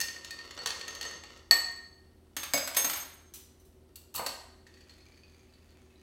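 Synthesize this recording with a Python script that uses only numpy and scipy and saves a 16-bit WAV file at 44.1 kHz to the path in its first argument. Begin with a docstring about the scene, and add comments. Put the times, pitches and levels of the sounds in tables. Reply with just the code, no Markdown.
"""Stirring and straining a cocktail

A bar spoon knocks ice against a mixing glass, clinks the rim on its way out and clatters on the counter.
A steel strainer ticks in the hands and scrapes into the glass; ice slips and the drink trickles out.
Contacts are noise clicks plus decaying modes of glass, steel or ice; the trickle is ringing bubbles.
A live living room with a low appliance hum, heard in mono from a few steps away."""
import sys
import numpy as np
from scipy import signal
from scipy.fft import rfft, irfft
from scipy.io import wavfile

SR = 44100
rng = np.random.default_rng(int(sys.argv[2]) if len(sys.argv) > 2 else 0)


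def file_out(sig):
    """Save sig as 16-bit WAV at sys.argv[1]."""
    # one column per channel
    cols = np.atleast_2d(sig).T
    # limit, then scale
    lim = np.clip(cols, -1, 1)
    pcm = np.round(lim * 32767).astype(np.int16)
    wavfile.write(sys.argv[1], SR, pcm)


N = 265482
TIME_S = np.arange(N) / SR
RING_S = TIME_S[:SR]

# mixing glass modes, split into close groups by the thick wall: pitch_hz, level_db, t60_s
GLASS_MODES = np.transpose([[867, 1843, 1900, 2971, 4180, 4400, 4450, 4530, 7805, 7855, 7932, 12145, 14840], [-22, -3.5, -4.5, -29, -10.5, 2, -6, -4.5, -12, -11.5, -2.5,
                                               -9.5, -21.5], [0.053, 0.2, 0.019, 0.38, .1, 0.09, 0.27,
                                                                 .07, 0.072, 0.11, 0.062, 0.1, .13]])
# ice cube modes: pitch_hz, level_db, t60_s
CUBE_MODES = [(2840, -10.5, .022), (6390, -10.5, 0.028)]
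# ice contact spectrum: freq_hz, density_db
ICE_SPECTRUM = [(150, -26), (300, -3.5), (700, -1.5), (1200, 0.5), (2200, 1.5), (3000, 1.5), (4500, -0.5),
                (6500, -1), (8500, -11.5), (10500, -14), (16000, -22.5)]
# cubes grinding past each other: time_s, level_db
GRIND_ENVELOPE = [(0, -58), (.2, -58.5), (.5, -54), (.62, -51.5), (1.08, -50), (1.2, -59), (1.35, -50.5),
                  (1.5, -77)]
# spoon on the rim: start_s, click_db, glass_db, tilt_db_per_oct, spoon_db
RIM_STRIKES = [(1.5100, -19.5, -13.5, 0.5, -29.5)]
# pitch groups of falling drops: pitch_hz, level_db, spread_ratio
DROP_GROUPS = [(1790, -10, 0.042), (2420, 0, 0.1), (3390, -9, 0.2), (4504, 4.5, 0.12), (6300, -4, 0.025),
               (6650, -9, .04)]


def from_db(db):
    return 10 ** (np.asarray(db) / 20)


def unit_rms(x):
    return x / np.sqrt(np.mean(x ** 2) + 1e-20)


def at_hz(points, hz):
    """Interpolate a table over log frequency."""
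    freq_hz, value = np.transpose(points)
    return np.interp(np.log(np.maximum(hz, 1)), np.log(freq_hz), value)


def envelope(points):
    """Gain over time from rows of time_s, level_db."""
    return from_db(np.interp(TIME_S, *np.transpose(points)))


def add(track, start_s, sound):
    start = max(round(start_s * SR), 0)
    track[start:start + len(sound)] += sound[:N - start]


def convolve(x, response):
    return signal.fftconvolve(x, response)[:N]


def tilt_db(hz, db_per_oct):
    """Brightness slope about 4 kHz; harder contacts lift the treble."""
    return db_per_oct * np.log2(np.clip(hz, 800, SR) / 4000)


def noise(spectrum, size, db_per_oct=0):
    """Coloured noise, rms 1."""
    hz = np.fft.rfftfreq(size, 1 / SR)
    magnitude = from_db(at_hz(spectrum, hz) + tilt_db(hz, db_per_oct))
    return unit_rms(irfft(magnitude * np.exp(2j * np.pi * rng.random(len(hz))), size))


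def click(spectrum, db, t60_s, db_per_oct=0, attack_s=0.0001):
    """Dense, heavily damped resonances of a contact; a glancing one builds more slowly."""
    t = RING_S[:SR // 8]
    attack = 1 - np.exp(-t / attack_s)
    return from_db(db - 60 * t / t60_s) * attack * noise(spectrum, len(t), db_per_oct)


def ring(modes, db, db_per_oct=0, vary_db=0, contact_hz=SR, detune=0):
    """Decaying sines, varied per blow; a soft contact barely excites modes above contact_hz."""
    hz, mode_db, t60_s = np.transpose(modes)
    weight, shift = rng.standard_normal((2, len(hz)))
    gain = from_db(db + mode_db + tilt_db(hz, db_per_oct) + vary_db * weight)
    gain *= rng.choice([-1, 1], len(hz)) / np.sqrt(1 + (hz / contact_hz) ** 6)
    t = RING_S.astype("float32")
    phase = np.outer(np.float32(2 * np.pi * hz * (1 + detune * shift)), t)
    log_decay = np.outer(np.float32(-np.log(1000) / t60_s), t)
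    return gain @ (np.sin(phase) * np.exp(np.maximum(log_decay, -20)))


def grains(per_s, spread_db):
    """Random impulses of uneven size."""
    sizes = from_db(spread_db * np.minimum(rng.exponential(1, N), 4)) * rng.choice([-1, 1], N)
    return sizes * (rng.random(N) < per_s / SR)


def stirring():
    """Cubes and spoon knock on the wall, harder contacts brighter; the ice grinds softly underneath."""
    # louder knocks: start_s, level_db, glass_db, relative_treble_db
    knocks = [(0.0024, -18.5, -38, -10.5), (0.0122, -16, -35.5, -11), (0.0839, -31, -45, -24),
              (0.1628, -38.5, -49, -29), (0.2461, -29, -56, -19), (0.3073, -30, -42, -15),
              (0.3892, -36, -45.5, -24), (0.5083, -30.5, -55, -23), (0.5759, -29, -54.5, -27.5),
              (0.5896, -34.5, -41.5, -30), (0.6595, -16, -42, -20.5), (0.6715, -22, -40, -17.5),
              (0.7047, -23.5, -42, -21.5), (0.8116, -29, -45, -23.5), (0.8797, -26.5, -45.5, -20),
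              (0.9497, -31.5, -49.5, -15.5), (1.0112, -26, -41.5, -18.5), (1.0281, -29, -41, -19.5),
              (1.0514, -31, -45.5, -20), (1.1108, -34.5, -47, -21), (1.2364, -35, -51, -25)]
    # spoon bowl catching a cube: start_s, level_db
    pings = [(.003, -42.5), (0.881, -39.5), (1.063, -39.5)]
    # submerged bowl modes: pitch_hz, level_db, t60_s
    wet_spoon_modes = [(6360, 2, 0.34), (13784, -26, .1)]
    usual_treble_db = -20.5
    # leaning ice shortens the ring; swirling liquid detunes it
    loaded_glass = [(hz, db, 0.69 * t60_s) for hz, db, t60_s in GLASS_MODES]
    out = np.zeros(N)
    for start_s, db, glass_db, treble_db in list(knocks) + jostles(usual_treble_db):
        db_per_oct = 1.6 + 0.67 * (treble_db - usual_treble_db)
        add(out, start_s, click(ICE_SPECTRUM, db - 2, 0.026, db_per_oct, attack_s=0.0007))
        add(out, start_s, ring(CUBE_MODES, db, vary_db=2, detune=0.07))   # cubes differ in size
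        wall = ring(loaded_glass, glass_db + 4.5, -2, vary_db=3, contact_hz=7800, detune=0.0082)
        add(out, start_s, wall)
    for start_s, db in pings:
        add(out, start_s, ring(wet_spoon_modes, db))
    rubbing = grains(per_s=640, spread_db=7)
    grind = convolve(rubbing, click(ICE_SPECTRUM, 0, t60_s=0.015, db_per_oct=-1.8))
    grind += convolve(rubbing, ring(loaded_glass, -26.5, db_per_oct=-7.5, contact_hz=8000))
    return out + envelope(GRIND_ENVELOPE) * unit_rms(grind)


def jostles(usual_treble_db, count=22, length_s=1.4, above_grind_db=8.5, spread_db=4.5):
    """Small random knocks that follow the grinding: start_s, level_db, glass_db, relative_treble_db."""
    jitter, force, hardness = rng.random((count, 3)).T
    start_s = (np.arange(count) + jitter) / count * length_s
    grind_db = np.interp(start_s, *np.transpose(GRIND_ENVELOPE))
    db = grind_db + above_grind_db + spread_db * (2 * force - 1)
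    return list(zip(start_s, db, db - 15, usual_treble_db + 7 * (2 * hardness - 1)))


def rim_clink():
    """Steel on the bare rim rings the glass fully."""
    # rim contact: freq_hz, density_db
    spectrum = [(150, -14), (300, -7), (800, -5.5), (1400, -0.5), (2200, 8), (3200, -1), (4400, 7.5),
                (5600, 3.5), (8300, 0), (9800, -13.5), (16000, -20)]
    out = np.zeros(N)
    for start_s, click_db, glass_db, db_per_oct, spoon_db in RIM_STRIKES:
        add(out, start_s, click(spectrum, click_db, t60_s=0.053, db_per_oct=db_per_oct))
        add(out, start_s, ring(GLASS_MODES, glass_db))
        add(out, start_s, ring(spoon_modes(position=0.82), spoon_db, contact_hz=5000))
    return out


def rim_crack(attack_s=0.0005):
    """The clink's first burst leaves the open top straight towards the listener."""
    # hard rim contact: pitch_hz, level_db, t60_s
    modes = [(1850, -28, .03), (4492, -4, 0.025), (8380, -33, .03)]
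    out = np.zeros(N)
    add(out, RIM_STRIKES[0][0], ring(modes, 0) * (1 - np.exp(-RING_S / attack_s)))
    return out


def spoon_drop(drain_db_per_s=77.5):
    """The spoon clatters on bowl and handle, then bounces to rest as the counter drains its ring."""
    # touches on the counter: start_s, click_db, ring_db, position (0 handle, 1 bowl)
    touches = [(2.366, -23, -40.5, 0.86), (2.432, -26, -46, .8), (2.5355, -19, -21.5, .09),
               (2.575, -24.5, -33, .02), (2.6745, -24.5, -38.5, .02), (2.7463, -27.5, -44, .58),
               (2.7645, -27.5, -34, 0.85), (2.768, -17.5, -22, 1)]
    # steel contact: freq_hz, density_db
    spectrum = [(40, -42.5), (150, -20.5), (270, -3), (400, -21.5), (800, -2.5), (1500, 2.5), (2500, 1),
                (4200, 2.5), (5500, -1), (8500, 0.5), (10300, -3.5), (12500, 1.5), (16000, -4)]
    last_fall = touches[-1]
    out = np.zeros(N)
    for start_s, click_db, ring_db, position in touches + bounces(last_fall):
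        add(out, start_s, click(spectrum, click_db, t60_s=0.05, db_per_oct=-1.7, attack_s=0.00057))
        steel = ring(spoon_modes(position), ring_db, vary_db=2, detune=0.001)
        lying_s = np.maximum(start_s + RING_S - max(start_s, last_fall[0]), 0)
        add(out, start_s, steel * from_db(-drain_db_per_s * lying_s))
    return out


def spoon_modes(position):
    """The contact position, 0 handle to 1 bowl, weights the spoon's modes."""
    # bar spoon modes: pitch_hz
    pitch_hz = [2222, 4958, 5490, 6388, 6705, 6890, 7712, 7790, 8402, 10609, 10815, 11362, 12184, 12660,
                13010, 13581, 13784, 14880, 15070, 15478]
    # response per mode: handle_db, bowl_db, t60_s
    response = [(-3, -14, 0.16), (0, -32.5, 0.22), (-35.5, -18, 0.21), (-2.5, 4, 0.27), (-32, -16.5, 0.23),
                (-29, -8, 0.13), (1.5, -25.5, 0.085), (-2.5, -34, 0.11), (-31.5, -2, 0.41),
                (-38.5, -3, 0.18), (-14, -32, 0.22), (-8, -10, 0.18), (-9.5, -1.5, 0.25),
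                (-40.5, -15.5, .17), (-30.5, -17.5, .17), (-39, -3, 1), (-45.5, -6.5, .2), (-30, -19.5, .1),
                (-17, -26, .15), (-4.5, -31, .15)]
    handle_db, bowl_db, t60_s = np.transpose(response)
    return np.transpose([pitch_hz, handle_db + position * (bowl_db - handle_db), t60_s])


def bounces(fall, count=6, flight_s=0.077, restitution=0.68, loss_db=3.5, damping_db=5.5):
    """Ever quicker, weaker touches after a fall; the counter damps their ring."""
    fall_s, click_db, ring_db, position = fall
    k = np.arange(count)
    times_s = fall_s + np.cumsum(flight_s * restitution ** k)
    return [(start_s, click_db - db, ring_db - db - damping_db, position)
            for start_s, db in zip(times_s, loss_db * (k + 1))]


def strainer(coil_start_s=4.148, coil_length_s=0.048, coil_db=-40.5):
    """The strainer ticks in the hands, then knocks on glass and ice as its coil scrapes in."""
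    # handling ticks: start_s, click_db, ring_db, tilt_db_per_oct
    ticks = [(3.338, -41, -47.5, 0.5), (3.598, -65, -66, 0.5), (3.650, -62, -73, 2.5)]
    # knocks on the glass: start_s, click_db, glass_db, tilt_db_per_oct
    knocks = [(3.957, -37.5, -52, 1), (4.141, -36, -60, 0), (4.151, -26.5, -53, 4),
              (4.159, -25, -36.5, 4.5), (4.18, -52, -34, -3.5), (4.263, -24, -28.5, -4)]
    # strainer contact: freq_hz, density_db
    spectrum = [(200, -44.5), (900, -10), (2000, -6.5), (3000, -2), (6000, 0.5), (8500, 3), (10500, -0.5),
                (13000, 3), (16000, -1.5)]
    # strainer modes: pitch_hz, level_db, t60_s
    steel_modes = [(2940, -16, .06), (4020, -4, 0.18), (5970, -3, 0.26), (6160, -11, 0.27), (6060, 3, 0.1),
                   (9100, -4, 0.17), (11600, -10, .12)]
    # coil squeak: pitch_hz, level_db, t60_s
    coil_modes = [(1038, 1, 0.035), (1190, -1, .05), (2770, -0.18, 0.0069)]
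    out = np.zeros(N)
    for start_s, click_db, ring_db, db_per_oct in ticks:
        add(out, start_s, click(spectrum, click_db, t60_s=0.26, db_per_oct=db_per_oct))
        add(out, start_s, ring(steel_modes, ring_db))
    for start_s, click_db, glass_db, db_per_oct in knocks:
        add(out, start_s, click(spectrum, click_db, 0.053, db_per_oct, attack_s=0.0008))
        wall = ring(gripped_glass(), glass_db, db_per_oct + 7, vary_db=2, contact_hz=8100, detune=0.0094)
        add(out, start_s, wall)
        add(out, start_s, ring(CUBE_MODES, click_db - 3.5, contact_hz=5000, detune=0.03))
    slips = grains(per_s=660, spread_db=1.5)
    squeak = unit_rms(convolve(slips, ring(coil_modes, 0)))
    scrape = unit_rms(convolve(slips, click(spectrum, 0, t60_s=0.026)))
    sliding = (TIME_S > coil_start_s) & (TIME_S < coil_start_s + coil_length_s)
    return out + from_db(coil_db) * sliding * (squeak + from_db(1) * scrape)


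def gripped_glass():
    """Glass modes damped by the hand."""
    return [(hz, db, min(t60_s, 0.04)) for hz, db, t60_s in GLASS_MODES]


def counter():
    """The counter top knocks under heavier blows; the stiff slab radiates little bass."""
    # blows: start_s, thud_db, t60_s, ring_db
    blows = [(1.513, -27.5, 0.085, -51.5), (2.540, -32.5, 0.036, -17.5), (2.769, -34, 0.13, -38),
             (2.846, -44, 0.13, -27.5), (4.194, -27.5, 0.097, -30), (4.266, -32, 0.035, -30.5)]
    # slab thud: freq_hz, density_db
    spectrum = [(60, -34), (130, -20), (200, -15), (275, -5), (380, -13), (560, -1), (750, -2),
                (1150, -3.5), (1800, -12), (4000, -35), (16000, -60)]
    # slab modes: pitch_hz, level_db, t60_s
    modes = [(274, -11, .1), (535, -6, .028), (604, -1, .035), (690, -1, .03)]
    out = np.zeros(N)
    for start_s, thud_db, t60_s, ring_db in blows:
        add(out, start_s, click(spectrum, thud_db, t60_s))
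        add(out, start_s, ring(modes, ring_db, detune=0.0061))
    return signal.sosfilt(signal.butter(2, 150, "high", fs=SR, output="sos"), out)


def ice_slips(tick_db=-4.5, tick_t60_s=0.027):
    """Cubes slip in the tilted glass; each tick briefly rings the glass, strongest at one pitch."""
    # ticks on the glass: start_s, level_db, strongest_pitch_hz
    slips = [(4.667, -41.5, 1840), (4.7388, -45, 4600), (4.7722, -47, 1930), (4.8065, -44.5, 4600),
             (4.8943, -41.5, 4230), (5.0633, -53.5, 2340), (5.167, -58, 4430), (5.4514, -64.5, 2260),
             (5.5364, -50, 4700), (5.691, -56, 4670), (5.713, -55, 4260)]
    out = np.zeros(N)
    for start_s, db, hz in slips:
        add(out, start_s, click(ICE_SPECTRUM, db - 6, t60_s=0.053, db_per_oct=1.4, attack_s=0.003))
        wall = ring(gripped_glass(), db - 12, db_per_oct=0.65, vary_db=3, contact_hz=6500, detune=0.012)
        add(out, start_s, wall)
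        add(out, start_s, ring([(hz, tick_db, tick_t60_s)], db))
    return out


def trickle(count=480, cycles=30, rise=0.0087):
    """Tiny bubbles ring and rise in pitch as they surface, over a fine patter."""
    # thin stream: time_s, level_db
    flow = [(4.6, -100), (4.68, -73), (4.9, -71.5), (5.35, -72), (5.45, -73.5), (6.02, -71.5)]
    first_s = flow[0][0]
    out = np.zeros(N)
    for k, (when, scatter, faintness) in enumerate(rng.random((count, 3))):
        centre_hz, db, spread = DROP_GROUPS[k % len(DROP_GROUPS)]
        hz = centre_hz * (1 + spread * (2 * scatter - 1))
        age = RING_S[:SR // 25] * hz / cycles   # 1 at 30 dB of decay
        bubble = np.sin(2 * np.pi * cycles * age * (1 + rise * age)) * from_db(-30 * age)
        add(out, first_s + when * (TIME_S[-1] - first_s), from_db(db - 20 * faintness) * bubble)
    bubbles = out / np.std(out[TIME_S > first_s])
    patter = convolve(grains(per_s=290, spread_db=5), click(ICE_SPECTRUM, 0, t60_s=0.0023))
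    return envelope(flow) * (bubbles + unit_rms(patter))


def drips(count=8, first_s=5.009, interval_s=0.055, jitter_s=0.0036):
    """Larger drops plink into the cocktail glass in an uneven, fading run."""
    modes = [(hz, db, 0.035) for hz, db, _ in DROP_GROUPS]
    out = np.zeros(N)
    for k, late in enumerate(rng.standard_normal(count)):
        start_s = first_s + k * interval_s + late * jitter_s
        db = -58 - 0.5 * k
        add(out, start_s, click(ICE_SPECTRUM, db, t60_s=0.011))
        add(out, start_s, ring(modes, db, db_per_oct=-3.1, vary_db=3.5, detune=0.032))
    return out


def background(air_db=-62):
    """Steady air noise and the slightly wavering hum of an appliance."""
    # room air: freq_hz, density_db
    air_spectrum = [(15, -40.5), (25, -9.5), (70, -1), (102, -12), (175, -12.5), (384, -9.5), (427, -19),
                    (677, -20.5), (962, -26.5), (1260, -30), (2000, -33), (4490, -35.5), (7310, -41.5),
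                    (7920, -36), (16000, -43)]
    # appliance tones: pitch_hz, level_db
    hum_tones = [(80.7, -62), (118.4, -74.5), (242.2, -70), (333.8, -87), (376.8, -67), (473.7, -79),
                 (532.9, -80.5)]
    out = from_db(air_db) * noise(air_spectrum, N)
    for hz, db in hum_tones:
        waver_rad = 0.6 * np.interp(TIME_S, np.linspace(0, TIME_S[-1], 40), rng.standard_normal(40))
        out += np.sqrt(2) * from_db(db - 2.5) * np.sin(2 * np.pi * hz * TIME_S + waver_rad)
    return out


def room(x, tail_db=-3, early_db=-12, early_t60_s=0.25, gap_s=0.0018):
    """Near surfaces add quick echoes, the walls a tail that dies sooner in the treble."""
    # tail decay: freq_hz, t60_s
    decay = [(150, 0.44), (530, 0.74), (1400, 0.72), (3700, 0.67), (7000, 0.61), (10000, 0.55),
             (16000, 0.3)]
    # tail colour: freq_hz, level_db
    colour = [(100, 2), (500, 0.5), (2000, -0.5), (5000, -1), (10000, -4), (16000, -1.5)]
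    hz = np.fft.rfftfreq(SR, 1 / SR)
    white = rfft(rng.standard_normal(SR))
    centres_hz = np.geomspace(100, 16000, 12)
    tail = 0
    for centre_hz, share in zip(centres_hz, np.eye(len(centres_hz))):
        band = irfft(white * at_hz(np.transpose([centres_hz, share]), hz), SR)
        tail += band * from_db(at_hz(colour, centre_hz) - 60 * RING_S / at_hz(decay, centre_hz))
    early = rng.standard_normal(SR) * from_db(-60 * RING_S / early_t60_s)
    onset = np.clip(RING_S / gap_s - 1, 0, 1)
    response = from_db(tail_db) * unit_rms(tail * onset) + from_db(early_db) * unit_rms(early * onset)
    return x + convolve(x, response / np.sqrt(SR))


def scene():
    """The bar sounds through the room, the rim crack direct; both channels are the same."""
    bar = stirring() + rim_clink() + spoon_drop() + strainer() + counter()
    bar += ice_slips() + trickle() + drips()
    return np.tile(room(from_db(-3.5) * bar) + rim_crack() + background(), (2, 1))


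def record(dry, low_hz=30, high_hz=15900):
    """Steep cuts of the deepest rumble and the top."""
    dry = signal.sosfilt(signal.butter(4, low_hz, "high", fs=SR, output="sos"), dry)
    return signal.sosfilt(signal.ellip(10, 0.1, 80, high_hz, fs=SR, output="sos"), dry)


dry = scene()
out = record(dry)
file_out(out)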